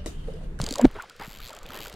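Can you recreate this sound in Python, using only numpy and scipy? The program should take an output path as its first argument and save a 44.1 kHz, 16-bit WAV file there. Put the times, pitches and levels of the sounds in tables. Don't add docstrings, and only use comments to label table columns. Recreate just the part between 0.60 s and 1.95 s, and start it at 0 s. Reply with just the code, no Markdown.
import sys
import numpy as np
from scipy import signal
from scipy.fft import rfft, irfft, next_fast_len
from scipy.io import wavfile
from scipy.ndimage import uniform_filter1d, map_coordinates

SR = 44100
rng = np.random.default_rng(int(sys.argv[2]) if len(sys.argv) > 2 else 0)


def volts_from_decibels(level):
    exponent = np.asarray(level, float) / 20
    return 10 ** exponent


def generate_wav(sig):
    pcm = np.round(np.clip(np.atleast_2d(sig).T, -1, 1) * 32767).astype(np.int16)
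    wavfile.write(sys.argv[1], SR, pcm)


N = 59535
T = np.arange(N) / SR


def unit(x):
    return x / np.sqrt(np.mean(x ** 2) + 1e-20)


def along(points, hz):
    f, v = np.transpose(points)
    return np.interp(np.log(hz + 1), np.log(f + 1), v)


def wobble(rate):
    knots = rng.standard_normal(int(N * rate / SR) + 4)
    return map_coordinates(knots, [T * rate])


def filtered(x, response):
    m = next_fast_len(N + SR // 4)
    return irfft(rfft(x, m) * response(np.fft.rfftfreq(m, 1 / SR)), m)[..., :N]


def rush(spectrum, patchy_db):
    z = signal.stft(rng.standard_normal((2, N)), nperseg=256)[2]
    patches = uniform_filter1d(rng.standard_normal(z.shape[1:]), size=3, axis=0)
    patches = uniform_filter1d(patches, size=5, axis=1)
    pair = signal.istft(z * volts_from_decibels(patchy_db * unit(patches)), nperseg=256)[1][:, :N]
    return unit(filtered(pair, lambda hz: volts_from_decibels(along(spectrum, hz))))


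def wind():
    # (time [s], level [dB])
    gusts = [(0, -30.5), (.08, -33), (.125, -37.5), (.2, -55), (.27, -20.5), (.3, -48), (.325, -45),
             (.37, -36), (.41, -54), (.56, -56), (.62, -45.5), (.74, -50.5), (.86, -40), (.92, -59.5),
             (1.05, -44), (1.13, -51.5), (1.25, -48), (1.35, -53)]
    # (frequency [Hz], density [dB per Hz])
    buffet = [(8.8, -37), (15, 8.5), (38, -0.5), (70, -9), (145, -15), (250, -18), (320, -68), (550, -120)]
    lumps = volts_from_decibels(2 * wobble(30))
    noise = rush(buffet + [(500, -55.5)], patchy_db=2.0)[0]
    return volts_from_decibels(np.interp(T, *np.transpose(gusts))) * unit(lumps * noise)


def air():
    # (frequency [Hz], density [dB per Hz])
    hiss_colour = [(120, -41), (200, -36), (448, 2.5), (966, -11.5), (1390, -2.5), (1830, -6), (2010, -8),
                   (4260, -9.5), (15900, -35)]
    return volts_from_decibels(-56) * rush(hiss_colour, patchy_db=1.5)


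def rustle():
    # (time [s], level [dB], brightness [0-1])
    handling = [(0, -43, 0.12), (.06, -41, 0.13), (0.143, -46, 0.01), (0.224, -32.5, 0.15), (.26, -51, 0.3),
                (.33, -54.5, 0.4), (0.362, -40, 0.21), (.41, -47, 1), (.46, -52.5, 0.42), (0.59, -72, 0.75),
                (0.597, -41.5, 0.84), (0.65, -41.5, 0.86), (0.682, -55.5, 0.35), (.87, -53.5, 0.3),
                (.91, -50.5, 0.4), (1.03, -52.5, 0.18), (1.13, -43, 0.4), (1.35, -49, 0.06)]
    # (frequency [Hz], density [dB per Hz])
    cloth = [(90, -6), (200, -3.5), (450, 0), (900, -7), (2500, -20.5), (6000, -74)]
    # (frequency [Hz], density [dB per Hz])
    scuff = [(300, -15), (700, -6), (1200, -2), (1800, -4.5), (3200, -12), (6000, -34)]
    s, effort_db, bright = np.transpose(handling)
    share = np.interp(T, s, bright)
    lumps = volts_from_decibels(2 * wobble(110) + wobble(30))
    dull = np.sqrt(1 - share) * rush(cloth, patchy_db=3.5)
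    scrape = np.sqrt(share) * rush(scuff, patchy_db=3.0)
    return volts_from_decibels(np.interp(T, s, effort_db)) * unit(lumps * (dull + scrape))


def shudder():
    jolt_s = [
        .001,
        .2443,
        .2476,
        .2517,
        .2532,
        .262,
    ]
    jolt_db = [-29.5, -29.5, -22, -25, -18, -38.5]
    # (frequency [Hz], gain [dB])
    jolt_colour = [(250, -6), (650, 7), (1400, 0), (2300, -8), (4000, -13), (8000, -27), (15000, -44)]
    stiffen_s, jam_s, ring_s, push_s = .2468, .2547, .2547, .2585
    swell_hz, stiff_hz, ring_hz, push_hz = 238, 297, 240, 27

    late = T - stiffen_s
    growth = np.where(late < 0, 900, 300)
    grow_db = growth * np.minimum(late, jam_s - stiffen_s)
    swell = volts_from_decibels(-3.7 + grow_db) * np.cos(2 * np.pi * np.where(late < 0, swell_hz, stiff_hz) * late)
    swell += .35 * swell ** 2 * np.clip((.5 / stiff_hz - late) / .0004, 0, 1)
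    swell *= np.clip((jam_s - T) / .0007, 0, 1)

    after, slow = np.maximum(T - ring_s, 0), np.maximum(T - push_s, 0)
    ring = -volts_from_decibels(-10.5 - 60 * after / .043) * np.sin(2 * np.pi * ring_hz * after)
    push = -volts_from_decibels(-6 - 60 * slow / .062) * np.sin(2 * np.pi * push_hz * slow)

    gate = np.zeros(N)
    for s, db in zip(jolt_s, jolt_db):
        gate += volts_from_decibels(db - 60 * np.maximum(T - s, 0) / .009) * (T >= s)
    cracks = filtered(gate * rng.standard_normal(N), lambda f: volts_from_decibels(13.5 + along(jolt_colour, f)))
    return swell + ring + push + cracks


def plops():
    # (time [s], level [dB], pitch [Hz], length [s])
    bumps = [(.001, -25.5, 138.2, 0.022), (0.034, -27, 221, 0.0079), (0.039, -43, 1000, 0.0057),
             (0.111, -25.5, 282, 0.011), (0.126, -38.5, 504, .012), (0.152, -38.5, 1067, 0.0151),
             (0.175, -35, 584, 0.025), (.1942, -19.5, 607, 0.0063), (0.1953, -35, 910, 0.0047),
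             (.203, -33.5, 950, 0.0072), (.252, -30.5, 540, 0.012), (.254, -25.5, 155, 0.019),
             (0.211, -27.5, 532, 0.009), (0.356, -37.5, 396, 0.017), (0.384, -43.5, 958, 0.015),
             (0.394, -37.5, 1406, 0.015), (0.421, -43, 1118, 0.023), (0.436, -42.5, 870, 0.011),
             (0.507, -50.5, 1390, 0.0087), (0.542, -50, 1700, 0.003), (0.549, -51.5, 1410, 0.0072),
             (0.599, -32, 286, 0.0029), (0.601, -41.5, 1295, 0.014), (0.611, -38.5, 914, 0.021),
             (.678, -37, 168, 0.01), (1.008, -46.5, 1247, 0.017), (1.145, -38.5, 1036, 0.0062),
             (0.794, -46, 1243, .012), (.883, -58, 1280, 0.017), (0.891, -47, 522, .016),
              (0.898, -49, 913, 0.019), (0.904, -47, 620, .02), (0.924, -52.5, 1316, 0.016),
              (.935, -50, 635, 0.019), (.937, -52, 1270, 0.011), (.968, -47.5, 710, 0.018),
              (.968, -48.5, 1306, 0.016), (1.054, -46, 484, 0.01), (1.055, -47, 2365, 0.011),
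              (1.061, -55, 2630, .01), (1.053, -51, 3390, 0.015), (1.067, -50.5, 560, .014),
              (1.082, -50, 485, 0.013), (1.1, -48, 1310, 0.014), (1.118, -45, 875, 0.011),
              (1.124, -51, 438, 0.0092), (1.155, -45.5, 560, 0.0091), (1.165, -50, 2390, 0.0089),
              (1.184, -46.5, 595, 0.0093), (1.259, -42, 1670, 0.0064), (1.27, -46, 473, 0.01),
              (1.286, -56, 547, 0.012)]
    out = np.zeros(N)
    rough, drift = volts_from_decibels(4.5 * wobble(350)), .9 * wobble(250)
    for s, db, hz, length in bumps:
        u = np.maximum(T - s, 0) / length
        shaky = min(hz / 900, 2.2)
        swell = np.e * 3.18 * u * np.exp(-(2.58 * u) ** 1.35)
        note = np.sin(2 * np.pi * hz * length * u + shaky * drift)
        out += volts_from_decibels(db) * swell * rough ** min(shaky, 1.2) * note
    return out


def resonance(f, centre, width, db):
    band = 1j * f * width
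    return 1 + (volts_from_decibels(db) - 1) * band / (centre * centre - f * f + band)


def gear_whirr(drive):
    # (frequency [Hz], density [dB per Hz])
    gears = [(900, -41), (2000, 4), (5000, -8), (9000, -8), (15900, -13.5)]
    bell = np.hanning(int(2 * .048 * SR))
    effort = np.sqrt(np.abs(signal.fftconvolve(drive, bell / bell.sum(), "same")))
    return volts_from_decibels(-19 + 1.7 * wobble(58.5)) * effort * rush(gears, patchy_db=4)


def ratchet():
    near_pull = [.0147, .0395, .0636, .0882, .1081, .1244, .138, .156, .1828, .2131]
    creep = [.312, .3428, .3652, .422, .4968, .5634]
    first_run = [.5967, .6112, .623, .6346, .646, .657, .6662, .6748, .6834, .6925, .702, .711, .7204,
                 .7304, .7399, .7493, .7596, .7717, .7862, .8022]
    second_run = [.816, 0.8265, 0.834, 0.8426, .851, 0.8593, 0.867, 0.8756, 0.8838, 0.893, 0.905, 0.93,
                  0.9491, 0.9647, 0.9879, 1.0305, 1.0629]
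    third_run = [1.0885, 1.1042, 1.1192, 1.1329, 1.1436, 1.1534, 1.1623, 1.173, 1.1884, 1.204, 1.2145,
                 1.2232, 1.2317, 1.2402, 1.2492, 1.2569, 1.2688, 1.281, 1.2972, 1.326, 1.3389]
    # (frequency [Hz], level near [dB], level far [dB], t60 [s])
    frame = [(3176, 2, 0, 0.0078), (4300, 4.5, -4.5, 0.0067), (4800, 4, -6.5, 0.013),
             (5780, 1.5, -16, 0.0047), (6780, 3.5, -11.5, .011), (7420, 4, -9, 0.0071),
             (9040, -3.5, -26, 0.0023), (9140, -2.5, -26, 0.0065), (10600, -5.5, -14, 0.027),
             (11620, -13.5, 0.5, 0.008), (11930, -18, 6, 0.012), (12430, -15, 5.5, 0.007),
             (15100, -6, -23.5, 0.0082), (14200, -14, -6, 0.0136)]
    # (time [s], level [dB], turned [0-1])
    reel = [(0, -23, 0.03), (.215, -26.5, 0.44), (.31, -42, 0.8), (.37, -54, 0.3), (.42, -33.5, 0.56),
            (.5, -36.5, 0.42), (.563, -42.5, 0.57), (.6, -36, 0.71), (.755, -34, 0.87), (.79, -37, 0.66),
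            (.83, -32.5, 0.99), (.9, -35.5, 0.51), (1.03, -38.5, 0.65), (1.12, -33.5, 0.75),
            (1.174, -27, 0.83), (1.25, -29.5, 0.78), (1.3, -31, 0.7), (1.33, -36.5, 0.34)]
    # (time [s], hollow pitch [Hz], hollow gain [dB], spool gain [dB])
    grip = [(0, 4500, 4, 0.5), (.16, 4200, 8, 6), (.19, 4670, 0.5, 8), (.5, 4800, 4.5, 4.5),
            (.6, 4900, 7, -13), (.64, 4800, 6, 2), (.68, 3330, -14, 4.5), (.73, 3230, 1.5, 3),
            (.79, 4300, 5.5, 1), (.86, 4050, 9, -5), (.885, 4300, 9, 4), (.93, 3220, 3.5, 9),
            (1.03, 3300, 2, 11), (1.09, 3220, 5, -3), (1.16, 2900, 2.5, -6), (1.22, 2900, 2.5, -1),
            (1.266, 2820, 5, 3), (1.29, 4580, 0.5, -14)]
    hz, near_db, far_db, t60 = np.transpose(frame)
    when, snap_db, turned = np.transpose(reel)
    held, *grip_curves = np.transpose(grip)
    t = np.arange(SR // 40) / SR
    f = np.fft.rfftfreq(len(t), 1 / SR)
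    clicks, drive = np.zeros((2, N + SR)), np.zeros(N)

    for s in near_pull + creep + first_run + second_run + third_run:
        detune, phase, strength = rng.standard_normal((3, 2, len(hz), 1))
        turn = 2 * np.pi * hz[:, None] * (1 + .02 * detune) * t + 3 * phase
        ring = (volts_from_decibels(2 * strength - 60 * t / t60[:, None]) * np.sin(turn)).sum(1)
        crack = volts_from_decibels(17 - 60 * t / .0065) * rng.standard_normal((2, len(t)))
        click = (1 - np.exp(-t / .0003)) ** 2 * (ring + crack)

        spread = rfft(click)
        click = irfft(spread / np.sqrt(uniform_filter1d(abs(spread) ** 2, size=25)), len(t))

        hollow_hz, hollow_db, spool_db = (np.interp(s, held, c) for c in grip_curves)
        colour = resonance(f, hollow_hz, 700, hollow_db) * resonance(f, 7400, 600, spool_db)
        colour *= volts_from_decibels(2 * np.interp(f, hz, strength[0, :, 0]))
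        coloured = irfft(rfft(click) * colour, len(t)) / np.linalg.norm(click, axis=1)[:, None]

        db, start = np.interp(s, when, snap_db), round(s * SR)
        level = volts_from_decibels(db + 16.5 + .58 * phase[1 - 1, 0])
        clicks[:, start + 16:][:, :len(t)] += level * coloured
        drive[start] = volts_from_decibels(2 * db) * SR / 100

    dry_reel = clicks[:, :N] + gear_whirr(drive)

    def through_frame(mode_db):
        body = [(1400, -10), (2500, -2.5)] + list(zip(hz, mode_db))
        return filtered(dry_reel, lambda f: volts_from_decibels(along(body, f)))

    share = np.interp(T, when, turned)
    return (1 - share) * through_frame(near_db) + share * through_frame(far_db)


def scene():
    return wind() + air() + rustle() + shudder() + plops() + ratchet()


def top_cut(x):
    return signal.sosfilt(signal.butter(12, 16730, fs=SR, output="sos"), x)


def record(dry):
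    # (frequency [Hz], correlation [0-1])
    alike = [(500, .9998), (1500, .9997), (3000, .999), (4500, .993), (6000, .95), (7300, .97), (9500, .88),
             (11000, .65), (12000, .15)]
    # (frequency [Hz], gain [dB])
    right_port = [(10400, 0), (11100, -3), (11900, -14), (12600, -13), (13800, -4), (14600, -4),
                  (15400, -10)]
    left, other = dry
    common = filtered(left, lambda f: along(alike, f))
    own = filtered(other, lambda f: np.sqrt(1 - along(alike, f) ** 2))
    right = filtered(common + own, lambda f: volts_from_decibels(along(right_port, f)))
    mix = filtered(np.array([left, right]), lambda f: (f < 15900) * (f > 8))
    return top_cut(mix)


dry = scene()
out = record(dry)
generate_wav(out)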